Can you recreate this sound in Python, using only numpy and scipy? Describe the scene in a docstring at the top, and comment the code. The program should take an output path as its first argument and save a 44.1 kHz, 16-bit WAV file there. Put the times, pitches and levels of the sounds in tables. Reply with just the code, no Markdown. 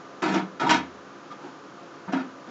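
"""In a small, bare room, a thin sheet-metal coin bank is pried and bent open with a hand tool.
Each wrench is a quick run of slips and clanks: the sheet crashes briefly and a few of its modes
ring on, picked out by the bend. The hollow box booms faintly after the hardest wrench.
The tool rubs softly between and after the wrenches, and a fan hums behind it all."""
import sys
import numpy as np
from scipy.fft import rfft, irfft, next_fast_len
from scipy.io import wavfile
from scipy.ndimage import map_coordinates

SR = 44100
rng = np.random.default_rng(int(sys.argv[2]) if len(sys.argv) > 2 else 0)


def generate_wav(signal):
    """Clip the signal to [-1, 1] and save it as 16-bit WAV at the path in sys.argv[1]."""
    frames = np.transpose(np.atleast_2d(signal))
    scaled = np.clip(frames, -1, 1) * 32767
    pcm = np.round(scaled).astype(np.int16)
    wavfile.write(sys.argv[1], SR, pcm)


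N = 110250

# Spectrum of the fan's moving air: f/Hz, relative density/dB
FAN_AIR = [(25, -24), (60, -23), (100, -13), (140, -0.5), (230, -1.5), (310, 5.5), (460, -1.5), (750, -3),
           (950, -2.5), (1100, -0.5), (1220, 0.5), (1550, -4.5), (2000, -12.5), (3000, -15.5), (4500, -19),
           (6800, -21.5), (9000, -44.5)]
# Motor and blade tones: f/Hz, relative level/dB
FAN_TONES = [(199.2, -65.5), (274.5, -60.5), (344.5, -60.5), (414.5, -61.5), (506.0, -61), (554.5, -63),
             (699.8, -63.5), (1001, -64), (1200, -61.5), (1486, -68)]
# Tool slipping on the sheet: t/s, level/dB, bass/dB, treble/dB, rise/s, mode lift/dB, favoured f/Hz
SLIPS = [ (0.2206, -29, -5.5, 0, .0008, 5.5, 1480), (.226, -24.5, -3, -1, 0.0059, 14, 334),
         (.256, -27.5, 1, -3, 0.0022, 13.5, 803), (.279, -27, -9.5, 0.5, 0.0081, 14, 190),
         (0.319, -29.5, 3, 0, .005, 15, 191), (.337, -27.5, -1.5, 3, 0.0055, 15.5, 328),
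         (.356, -28, -7, -4, 0.0024, 12.5, 195), (0.371, -30, -9.5, -5, 0.0072, 10.5, 720),
         (0.596, -29.5, -7, 0.5, 0.0022, 14, 1360), (.609, -27, 2.5, -3.5, 0.0025, 10, 3284),
         (0.629, -25, 4.5, -8.5, 0.0048, 9, 790), (.664, -27, -1.5, 3, 0.013, 18, 900),
         (0.6931, -19.5, -7, 3.5, 0.00091, 10.5, 826), (0.704, -22.5, -8, 7.5, 0.003, 16, 990),
         (.740, -25.5, -8.5, 3.5, 0.0039, 10.5, 260), (2.078, -31.5, -5, -19, 0.017, 15.5, 189),
         (2.122, -33.5, 1, -0.5, .005, 20.5, 687), (2.133, -27, -12, -10.5, 0.0027, 18, 271.6),
         (2.166, -32, -20, -11, .003, 12.5, 248), (2.191, -41, 0, -2, 0.0049, 12, 1530), ]
# Spectrum of the sheet's dense crash in the room: f/Hz, relative density/dB
CRASH_COLOUR = [(30, -42.5), (70, -47.5), (105, -18), (150, 0), (215, -3.5), (310, 6.5), (450, -0.5),
                (560, -6), (740, 3), (1100, -5), (1450, -1), (2000, -7.5), (2600, -10.5), (3700, -11),
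                (4600, -16), (5500, -17.5), (7200, -21.5), (9000, -31)]
# Decay of the crash, band by band: f/Hz, t60/s
CRASH_DECAY = [(60, 0.86), (150, 0.5), (300, 0.42), (700, .26), (1500, 0.25), (3000, 0.23), (7000, 0.17)]
# Modes of the box: f/Hz, relative level/dB
BOX_MODES = [(191, -12.5), (264, -7), (313, -5), (345, -8.5), (635, -9), (725, -8.5), (795, -10.5),
             (862, -14), (938, -4), (975, -11), (1201, -9.5), (1252, -15), (1314, -5.5), (1367, -17),
             (1499, -18), (1533, -12), (1742, -9.5), (1830, -24.5), (1975, -17.5), (2131, -12),
             (2304, -15.5), (2500, -17), (2751, -32.5), (3284, -16), (3881, -35), (5190, -31),
             (6700, -25.5)]
# Decay of the modes: f/Hz, t60/s
MODE_DECAY = [(190, 0.43), (270, 0.39), (330, 0.27), (900, 0.23), (2500, 0.3), (7000, 0.14)]
# Waver of the modes as the sheet flexes: f/Hz, phase depth/rad
MODE_WAVER = [(190, 0.29), (320, 1.27), (950, 1.04), (2500, 1.07), (7000, 1.2)]
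# Soft rubs of the tool: t/s, length/s, level/dB, treble/dB, ring/dB, favoured f/Hz
RUB_STROKES = [(1.299, 0.042, -50.5, 4, 2, 1130), (1.384, 0.14, -49.5, -1, -9.5, 854),
               (1.418, 0.078, -56, -13, 1.5, 332), (2.46, 0.066, -46.5, -3, -9, 282)]
# Response of the recorder: f/Hz, gain/dB
RECORDER_EQ = [(20, -27.5), (55, -3), (85, 2), (120, 2.5), (7100, 2.5), (7600, -2), (8000, -14),
               (8400, -28.5)]

AIR_DB, HUM_DB, HUM_WAVER_RAD = -48.5, -0.5, 0.89
BASS_HZ, TREBLE_HZ, TOP_HZ = 433, 2360, 8450  # two shelf corners and the recorder's band limit
SHARED_POWER = 0.59  # share of the fine resonances common to all crashes
GRIT_DB = 1.5  # fast flicker of crashes and rubs
PEAKS_DB, PEAKS_WIDTH_HZ = 4.5, 49.99  # each new shape of the sheet has its own peaks and gaps
RING_DB, MODE_RISE_S, MODE_SCATTER_DB, MODE_BEAT_DB = -4, 0.0047, 1.5, 2.5
LIFT_OCTAVES = 0.11  # reach of the lift around the favoured pitch
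BOOM_START_S, BOOM_HZ, BOOM_DB, BOOM_T60_S, BOOM_RISE_S = 0.725, 82, -46.5, 0.81, 0.025
RUB_LIFT_DB = 23.5  # a light touch wakes little but the favoured modes


def amp(db):
    """Decibels to gain."""
    return 10 ** (np.asarray(db) / 20)


def unit(x):
    """Scale to rms 1."""
    return x / np.sqrt(np.mean(x ** 2) + 1e-20)


def along(points, hz):
    """Read a curve of (f/Hz, value) points on a log frequency axis."""
    f, v = np.transpose(points)
    return np.interp(np.log(hz + 1), np.log(f + 1), v)


def random_curve(positions):
    """A smooth curve through random knots, one at each whole number."""
    return map_coordinates(rng.standard_normal(1024), [positions], mode="wrap")


def wobble(rate, size):
    """Smooth random modulation, rate knots a second."""
    coarse = np.arange(0, size + 16, 16)
    return np.interp(np.arange(size), coarse, random_curve(coarse * rate / SR))


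def filtered(x, response):
    """EQ x with a gain that is a function of frequency."""
    m = next_fast_len(len(x) + 4096)
    return irfft(rfft(x, m) * response(np.fft.rfftfreq(m, 1 / SR)), m)[:len(x)]


def treble(hz):
    """Shelf from 0 in the bass to 1 in the treble."""
    return 1 - 1 / (1 + (hz / TREBLE_HZ) ** 3)


def add(out, start, x):
    """Mix x into out at start seconds."""
    part = out[round(start * SR):][:len(x)]
    part += x[:len(part)]


def fan():
    """A steady bed of moving air under slightly unsteady motor and blade tones."""
    hum, t = np.zeros(N), np.arange(N) / SR
    air = unit(filtered(rng.standard_normal(N), lambda f: amp(along(FAN_AIR, f))))
    air *= amp(0.14 * wobble(7.33, N))
    for hz, db in FAN_TONES:
        peak = np.sqrt(2) * amp(db + 1.6 * wobble(8.9, N))
        hum += peak * np.sin(2 * np.pi * hz * t + HUM_WAVER_RAD * wobble(12, N))
    return amp(AIR_DB) * air + amp(HUM_DB) * hum


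def sheet_crashes():
    """The attack: every slip of the tool gives a gritty crash that dies band by band."""
    out, t = np.zeros(N), np.arange(SR // 2) / SR
    f = np.fft.rfftfreq(len(t), 1 / SR)
    centres, t60s = np.transpose(CRASH_DECAY)
    crossovers = np.array([along(np.c_[centres, row], f) for row in np.eye(len(centres))])
    decays = amp(-60 * t / t60s[:, None])
    colour = unit(amp(along(CRASH_COLOUR, f)))
    bass = 1 / (1 + (f / BASS_HZ) ** 4)
    common = np.sqrt(SHARED_POWER) * rng.standard_normal(len(t))
    for start, db, bass_db, treble_db, rise, _, _ in SLIPS:
        noise = common + np.sqrt(1 - SHARED_POWER) * rng.standard_normal(len(t))
        grit = unit(noise * amp(GRIT_DB * wobble(500, len(t))))
        peaks = unit(amp(PEAKS_DB * (1 - bass) * random_curve(f / PEAKS_WIDTH_HZ)))
        shelves = amp(bass_db * bass + treble_db * treble(f))
        bands = irfft(rfft(grit) * colour * peaks * shelves * crossovers, len(t))
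        crash = (bands * decays).sum(0) * (1 - np.exp(-t / rise))
        add(out, start, amp(db) * crash)
    return out


def mode_gains(favoured_hz, lift_db, treble_db):
    """How hard one contact drives each mode; the bend of the sheet lifts those near one pitch."""
    hz, db = np.transpose(BOX_MODES)
    lift = lift_db * np.exp(-0.5 * (np.log2(hz / favoured_hz) / LIFT_OCTAVES) ** 2)
    scatter = MODE_SCATTER_DB * rng.standard_normal(len(hz))
    return amp(db + lift + treble_db * treble(hz) + scatter)


def mode_tone(hz, size):
    """A wavering, beating partial of the flexing sheet; the lowest waver least."""
    waver = along(MODE_WAVER, hz) * wobble(45, size)
    beating = amp(MODE_BEAT_DB * wobble(70, size))
    return beating * np.sin(2 * np.pi * hz * np.arange(size) / SR + waver)


def box_ring():
    """The metallic tail: every slip feeds energy to the modes, and each loses it at its own rate."""
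    out, t = np.zeros(N), np.arange(SR * 3 // 4) / SR
    drives = np.array([amp(db) * mode_gains(favoured_hz, lift_db, treble_db)
                       for _, db, _, treble_db, _, lift_db, favoured_hz in SLIPS])
    for (hz, _), gains in zip(BOX_MODES, drives.T):
        envelope = amp(-60 * t / along(MODE_DECAY, hz)) * (1 - np.exp(-t / MODE_RISE_S))
        energy = np.zeros(N)
        for (start, *_), gain in zip(SLIPS, gains):
            add(energy, start, (gain * envelope) ** 2)
        out += np.sqrt(energy) * mode_tone(hz, N)
    return amp(RING_DB) * out


def box_boom():
    """The low end: the hollow box's lowest mode swells after the hardest wrench and hums on faintly."""
    t = np.maximum(np.arange(N) / SR - BOOM_START_S, 0)
    envelope = amp(BOOM_DB - 60 * t / BOOM_T60_S) * (1 - np.exp(-t / BOOM_RISE_S))
    return envelope * np.sin(2 * np.pi * BOOM_HZ * t)


def tool_rubs():
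    """The tool drags lightly over the rim: a grainy swell that stirs the box's modes."""
    out, t = np.zeros(N), np.arange(SR // 2) / SR
    for start, length, db, treble_db, ring_db, favoured_hz in RUB_STROKES:
        half = length / 2
        swell = np.minimum(t / half, 1) * np.exp(-np.maximum(t - half, 0) / half)
        grit = rng.standard_normal(len(t)) * amp(GRIT_DB * wobble(250, len(t)))
        scrape = unit(filtered(grit, lambda f: amp(along(CRASH_COLOUR, f) + treble_db * treble(f))))
        gains = mode_gains(favoured_hz, RUB_LIFT_DB, treble_db)
        ring = sum(gain * mode_tone(hz, len(t)) for (hz, _), gain in zip(BOX_MODES, gains))
        add(out, start, amp(db) * swell * (scrape + amp(ring_db) * ring))
    return out


def scene():
    """The box and the tool over the fan, mixed in mono."""
    return (sheet_crashes() + box_ring() + box_boom() + tool_rubs() + fan())[None]


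def record(dry):
    """The recorder rolls off the sub-bass and the top, and keeps nothing above its band limit."""
    return np.array([filtered(x, lambda f: amp(along(RECORDER_EQ, f)) * (f < TOP_HZ)) for x in dry])


dry = scene()
out = record(dry)
generate_wav(out)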